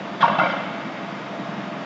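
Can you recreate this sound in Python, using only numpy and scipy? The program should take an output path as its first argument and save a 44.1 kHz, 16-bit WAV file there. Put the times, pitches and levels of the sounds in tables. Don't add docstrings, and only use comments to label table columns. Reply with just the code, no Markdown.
import sys
import numpy as np
from scipy import signal
from scipy.fft import rfft, irfft, next_fast_len
from scipy.io import wavfile
from scipy.ndimage import uniform_filter1d

SR = 44100
rng = np.random.default_rng(int(sys.argv[2]) if len(sys.argv) > 2 else 0)


def to_linear_factor(level_db):
    exponent = np.asarray(level_db, float) / 20
    return 10 ** exponent


def bounce(signal):
    frames = np.transpose(np.atleast_2d(signal))
    limited = np.clip(frames, -1, 1)
    pcm = np.round(limited * 32767).astype(np.int16)
    wavfile.write(sys.argv[1], SR, pcm)


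N = 81585


def evened(x):
    return x / np.sqrt(np.mean(x ** 2) + 1e-20)


def read(points, hz):
    point_hz, value = np.transpose(points)
    return np.interp(np.log(hz + 1), np.log(point_hz + 1), value)


def level_curve(points, **outside):
    point_s, level_db = np.transpose(points)
    return np.interp(np.arange(N) / SR, point_s, level_db, **outside)


def add(mix, start_s, sound):
    part = mix[round(start_s * SR):][:len(sound)]
    part += sound[:len(part)]


def resonate(x, hz, width_hz):
    turn = np.exp(2j * np.pi * hz * np.arange(len(x)) / SR)
    pole = np.exp(-np.pi * width_hz / SR)
    return 2 * (turn * signal.lfilter([1 - pole], [1, -pole], x / turn)).real


def resonate_twice(x, hz, width_hz):
    return resonate(resonate(x, hz, width_hz), hz, width_hz)


def coloured(x, points):
    size = next_fast_len(len(x))
    gain = to_linear_factor(read(points, np.fft.rfftfreq(size, 1 / SR)))
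    return irfft(rfft(x, size) * gain, size)[:len(x)]


# frequency in Hz, relative density in dB per Hz.
HUM_LOW_SPECTRUM = [(24, -75), (40, -49), (70, -53), (117, -10.5), (200, 0.5), (299, 1), (323, -8),
                    (369, -12), (483, -12.5), (669, -8.5), (736, -12), (1100, -12.5), (3900, -26.5),
                    (5070, -47), (8580, -120)]
# frequency in Hz, relative density in dB per Hz.
HUM_HIGH_SPECTRUM = [(2380, -31), (4050, -10.5), (4130, -5), (4750, -4.5), (7070, -15.5), (7730, -23),
                     (10000, -53.5), (17000, -120)]
SPLIT_HZ, HIGH_DB = 3960, -28
BASS_HUM_DB = -6
HUM_RMS_DB, PATCH_SPREAD_DB = -32.5, 0.74


def hum():
    frames, hz = N // 256 + 5, np.fft.rfftfreq(1024, 1 / SR)
    real, imag, patches = rng.standard_normal((frames, 513, 3)).T
    patches = uniform_filter1d(patches, size=10, axis=0)
    patches = evened(uniform_filter1d(patches, size=10, axis=1))
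    high_db = read(HUM_HIGH_SPECTRUM, hz) + HIGH_DB
    shape_db = np.where(hz < SPLIT_HZ, read(HUM_LOW_SPECTRUM, hz), high_db)
    shape_db = shape_db + BASS_HUM_DB * (hz < 320)
    spectra = (real + 1j * imag) * to_linear_factor(shape_db[:, None] + PATCH_SPREAD_DB * patches)
    noise = signal.istft(spectra, nperseg=1024, noverlap=768)[1][:N]
    return to_linear_factor(HUM_RMS_DB) * evened(noise)


# frequency in Hz, width of each resonance pass in Hz, rms level in dB,
# power share of steady tone from 0 to 1.
WHINE_TONES = [(607, 4.7, -46.5, 0.3), (681, 9.9, -42, 0.5), (894, 21, -51.5, 0.9), (1122, 6.8, -51.5, 0),
               (1231, 27, -49.5, 0.4), (1766, 8.9, -67, 0.3), (1905, 19, -55.5, 0), (2103, 17, -54.5, 0.8)]


def whines():
    out = np.zeros(N)
    for hz, width_hz, db, share in WHINE_TONES:
        tone = evened(np.sin(2 * np.pi * (hz * np.arange(N) / SR + rng.random())))
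        fuzz = evened(resonate_twice(rng.standard_normal(N), hz, width_hz))
        out += to_linear_factor(db) * (np.sqrt(share) * tone + np.sqrt(1 - share) * fuzz)
    return out


# frequency in Hz, width of each resonance pass in Hz, gain in dB.
CASING_MODES = [(132.3, 16.7, -2), (177.5, 44, -1), (197.9, 35.8, 2), (246.7, 50.6, -11), (301.3, 27, -11)]


def casing(kicks):
    return sum(to_linear_factor(db) * resonate_twice(kicks, hz, width_hz) for hz, width_hz, db in CASING_MODES)


# time in seconds, level in dB.
PISTON_LEVEL = [(0, -37.5), (.6, -37.5), (1.0, -38.5), (1.35, -37.5), (1.49, -35), (1.58, -32),
                (1.67, -35.5), (1.85, -35.5)]
PISTON_GAIN_DB = -1.25
TURN_S, FIRST_S = .0917, .02
RETURN_DB, STROKE_SPREAD_DB = -6.5, 1.0


def piston():
    kicks, times_s = np.zeros(N), np.arange(FIRST_S, N / SR, TURN_S / 2)
    is_return = np.arange(len(times_s)) % 2
    stroke_db = RETURN_DB * is_return + STROKE_SPREAD_DB * rng.standard_normal(len(times_s))
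    kicks[(times_s * SR).astype(int)] = to_linear_factor(stroke_db)
    loaded = kicks * to_linear_factor(PISTON_GAIN_DB + level_curve(PISTON_LEVEL))
    return casing(loaded) / np.std(casing(kicks))


# time in seconds, rms from 2.5 to 7 kHz in dB.
SCRAPE_LEVEL = [(0.19, -56), (0.2, -47.5), (0.211, -29.5), (0.222, -24), (0.244, -34), (0.38, -46.5),
                (0.388, -30.5), (0.406, -40), (0.586, -43), (0.59, -59.5), (0.644, -58), (0.75, -45.5)]
# frequency in Hz, relative density in dB per Hz.
SCRAPE_SPECTRUM = [(400, -27), (900, -2), (1600, -2), (2400, -9), (3800, -9), (4200, -17.5), (5500, -25.5),
                   (7500, -42), (9000, -76.5)]
SCRAPE_GAIN_DB, GRIT_PER_S, GRIT_SPREAD_DB = -4, 2500, 3


def scrape():
    size_db = GRIT_SPREAD_DB * np.minimum(rng.exponential(1, N), 4)
    grit = (rng.random(N) < GRIT_PER_S / SR) * to_linear_factor(size_db) * rng.choice([-1., 1.], N)
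    grit = coloured(grit, SCRAPE_SPECTRUM)
    treble_band = signal.butter(4, [2500, 7000], "band", fs=SR, output="sos")
    treble = signal.sosfilt(treble_band, grit)
    level_db = SCRAPE_GAIN_DB + level_curve(SCRAPE_LEVEL, left=-99, right=-99)
    return to_linear_factor(level_db) * grit / np.std(treble)


RING_T60_1KHZ_S, RING_POWER = .07, -.1


def ring(hz, rise_s):
    t = np.arange(0, .25, 1 / SR)
    swell = (1 - np.exp(-t / max(rise_s, .0013))) ** 2
    t60_s = RING_T60_1KHZ_S * (hz / 1000) ** RING_POWER
    return swell * to_linear_factor(-60 * t / t60_s) * np.sin(2 * np.pi * hz * t)


# frequency in Hz, relative level in dB.
BAR_MODES = [(555, 5), (590, 4.5), (621, -3.5), (648, -2.5), (685, 7), (730, 7), (785, 0.5), (835, 6.5),
             (885, 1), (938, 5), (1078, 3), (1120, 0), (1150, -8), (1220, 1), (1318, -2), (1398, 5),
             (1464, 2), (1560, -9), (1628, 3), (1850, -5), (2085, -2), (2230, -3), (2315, -9), (2680, -7.5),
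             (2850, -13), (3030, -7), (3120, -7.5), (3260, -13.5), (3420, -14.5), (3640, -32), (3890, -15),
             (4700, -21.5), (5300, -22)]
# time in seconds, level in dB.
RATTLE_LEVEL = [(.2, -45.5), (.228, -20), (.3, -32), (.376, -39), (.4, -32.5), (.498, -30.5), (.7, -51),
                (.85, -58)]
KNOCKS_PER_S_PER_MODE, KNOCK_SPREAD_DB = 40, 4
TILT_DB_PER_OCTAVE = 2


def rattle():
    out = 0
    for hz, db in BAR_MODES:
        size_db = KNOCK_SPREAD_DB * np.minimum(rng.exponential(1, N), 3)
        knocks = (rng.random(N) < KNOCKS_PER_S_PER_MODE / SR) * to_linear_factor(size_db)
        mode_db = db + TILT_DB_PER_OCTAVE * np.log2(hz / 1000)
        out = out + to_linear_factor(mode_db) * signal.oaconvolve(knocks, ring(hz, rise_s=.0013))[:N]
    return to_linear_factor(level_curve(RATTLE_LEVEL, left=-99, right=-99)) * evened(out)


COLOUR_OCTAVES = .05
DETUNE = 0.0068


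def blow(peak_db, centre_hz, far_db, contact_s):
    out = 0
    for hz, db in BAR_MODES:
        near = np.exp(-.5 * (np.log2(hz / centre_hz) / COLOUR_OCTAVES) ** 2)
        far = to_linear_factor(db + far_db) * rng.standard_normal()
        detuned_hz = hz * (1 + DETUNE * rng.standard_normal())
        out = out + (near + far) * ring(detuned_hz, contact_s / 3)
    peak = np.sqrt(2 * uniform_filter1d(out ** 2, size=500).max())
    return to_linear_factor(peak_db) * out / peak


def thump(db, hz):
    t = np.arange(0, .3, 1 / SR)
    rise = 1 - np.exp(-t / 0.0016)
    return to_linear_factor(db - 60 * t / 0.087) * rise * np.sin(2 * np.pi * hz * t)


# start in seconds, peak in dB, centre of the colour in Hz,
# level of the far modes in dB, length of the contact in seconds.
BAR_BLOWS = [(.204, -24.5, 693, -19.5, 0.0096), (.207, -24.5, 3350, -19, 0.018),
             (.213, -25.5, 1628, -22, 0.0061), (.217, -26.5, 3890, -12, .006),
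             (.221, -28, 1300, -18.5, .006), (.227, -8, 1098, -30, 0.0078),
             (.238, -9.5, 940, -29.5, 0.0079), (0.246, -24.5, 1504, -19, .004),
             (.251, -22, 930, -27.5, .003), (.259, -34.5, 2800, -27, .005), (0.26, -20.5, 1095, -23, .003),
             (.278, -22.5, 660, -14, .004), (.279, -16, 940, -7, .003), (.286, -39, 2870, -21, .006),
             (.315, -39, 2960, -22.5, 0.0043), (.328, -43.5, 3220, -26.5, .004),
             (.297, -14, 1100, -25.5, 0.0053), (0.31, -21.5, 940, -5.5, .002), (.328, -21, 1063, -10, .003),
             (.344, -35.5, 3410, -24, .0044), (.345, -21.5, 658, -20.5, 0.0052),
             (0.351, -23, 900, -9.5, .003), (0.361, -24.5, 1210, -27, .003), (.371, -25.5, 925, -17, .004),
             (0.3851, -26, 2680, -21, .003), (.387, -12.5, 808, -23, .003),
             (.396, -14, 1379, -24.5, 0.0055), (0.398, -19.5, 1177, -17, .003),
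             (.404, -22.5, 932, -22.5, 0.0052), (.411, -19, 640, -20.5, 0.01),
             (.414, -24, 2085, -16.5, .005), (.413, -20, 1397, -7.5, 0.011),
             (.432, -21.5, 1210, -11.5, 0.0024), (.433, -22.5, 610, -19, .008),
             (.438, -21.5, 2376, -16.5, 0.0035), (.44, -45, 4700, -33, .007),
             (0.449, -23.5, 1435, -9, .004), (.452, -17, 666, -10.5, .009),
             (.459, -23.5, 2210, -14, 0.0036), (.466, -21.5, 596, -20, 0.0026),
             (.472, -27, 1400, -18.5, 0.0044), (.495, -28.5, 1193, -19, 0.004),
             (0.496, -32.5, 3080, -11, 0.0063), (.5, -30, 2080, -23.5, .004),
             (.505, -45.5, 4700, -32.5, 0.016), (.52, -34, 675, -8, .004), (0.52, -34, 3010, -21, .004),
             (.534, -24, 1318, -17, 0.0046), (.537, -32, 740, -14, 0.0032),
             (.565, -31.5, 1410, -14, 0.0045), (.588, -28.5, 1110, -15.5, 0.0035),
             (.6, -27, 620, -18.5, 0.0069), (.632, -28.5, 835, -9.5, .006), (.656, -35.5, 1335, -23, .0048)]
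# start in seconds, level before rise and decay in dB, frequency in Hz.
FRAME_THUMPS = [(.231, -17, 167.3), (.293, -25, 177), (0.313, -16.5, 199.6), (.383, -14.5, 179.7),
                (.42, -25, 308), (0.432, -18.5, 176)]


def bars():
    out = scrape() + rattle()
    for start_s, *contact in BAR_BLOWS:
        add(out, start_s, blow(*contact))
    for start_s, db, hz in FRAME_THUMPS:
        add(out, start_s, thump(db, hz))
    return out


# frequency in Hz, t60 in seconds.
HALL_T60 = [(150, 2), (600, 1.4), (1200, 1.02), (2500, 3), (5000, 0.91)]


def hall(x):
    taps = np.zeros(SR)
    slots = np.arange(300, SR - 20, 20)
    taps[slots + rng.integers(0, 20, len(slots))] = rng.choice([-1., 1.], len(slots))
    hz, t, bands = signal.stft(taps, SR, nperseg=256)
    decay = to_linear_factor(-60 * t / read(HALL_T60, hz)[:, None])
    tail = signal.istft(bands * decay, SR, nperseg=256)[1]
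    return signal.fftconvolve(x, tail / np.linalg.norm(tail))[:N]


HALL_DB = -9


def scene():
    machines = hum() + whines() + piston()
    steel = bars()
    return (steel + to_linear_factor(HALL_DB) * hall(steel) + machines)[None]


def low_pass(x):
    return signal.sosfilt(signal.butter(12, 7880, fs=SR, output="sos"), x)


LOW_CUT_HZ, TOP_CUT_HZ = 130.4, 7900


def record(dry):
    bass_cut = signal.butter(4, LOW_CUT_HZ, "high", fs=SR, output="sos")
    treble_cut = signal.firwin(255, TOP_CUT_HZ, window=("kaiser", 9), fs=SR)
    thinned = signal.sosfilt(bass_cut, dry)
    mix = signal.oaconvolve(thinned, treble_cut[None], "same")
    return low_pass(mix)


dry = scene()
out = record(dry)
bounce(out)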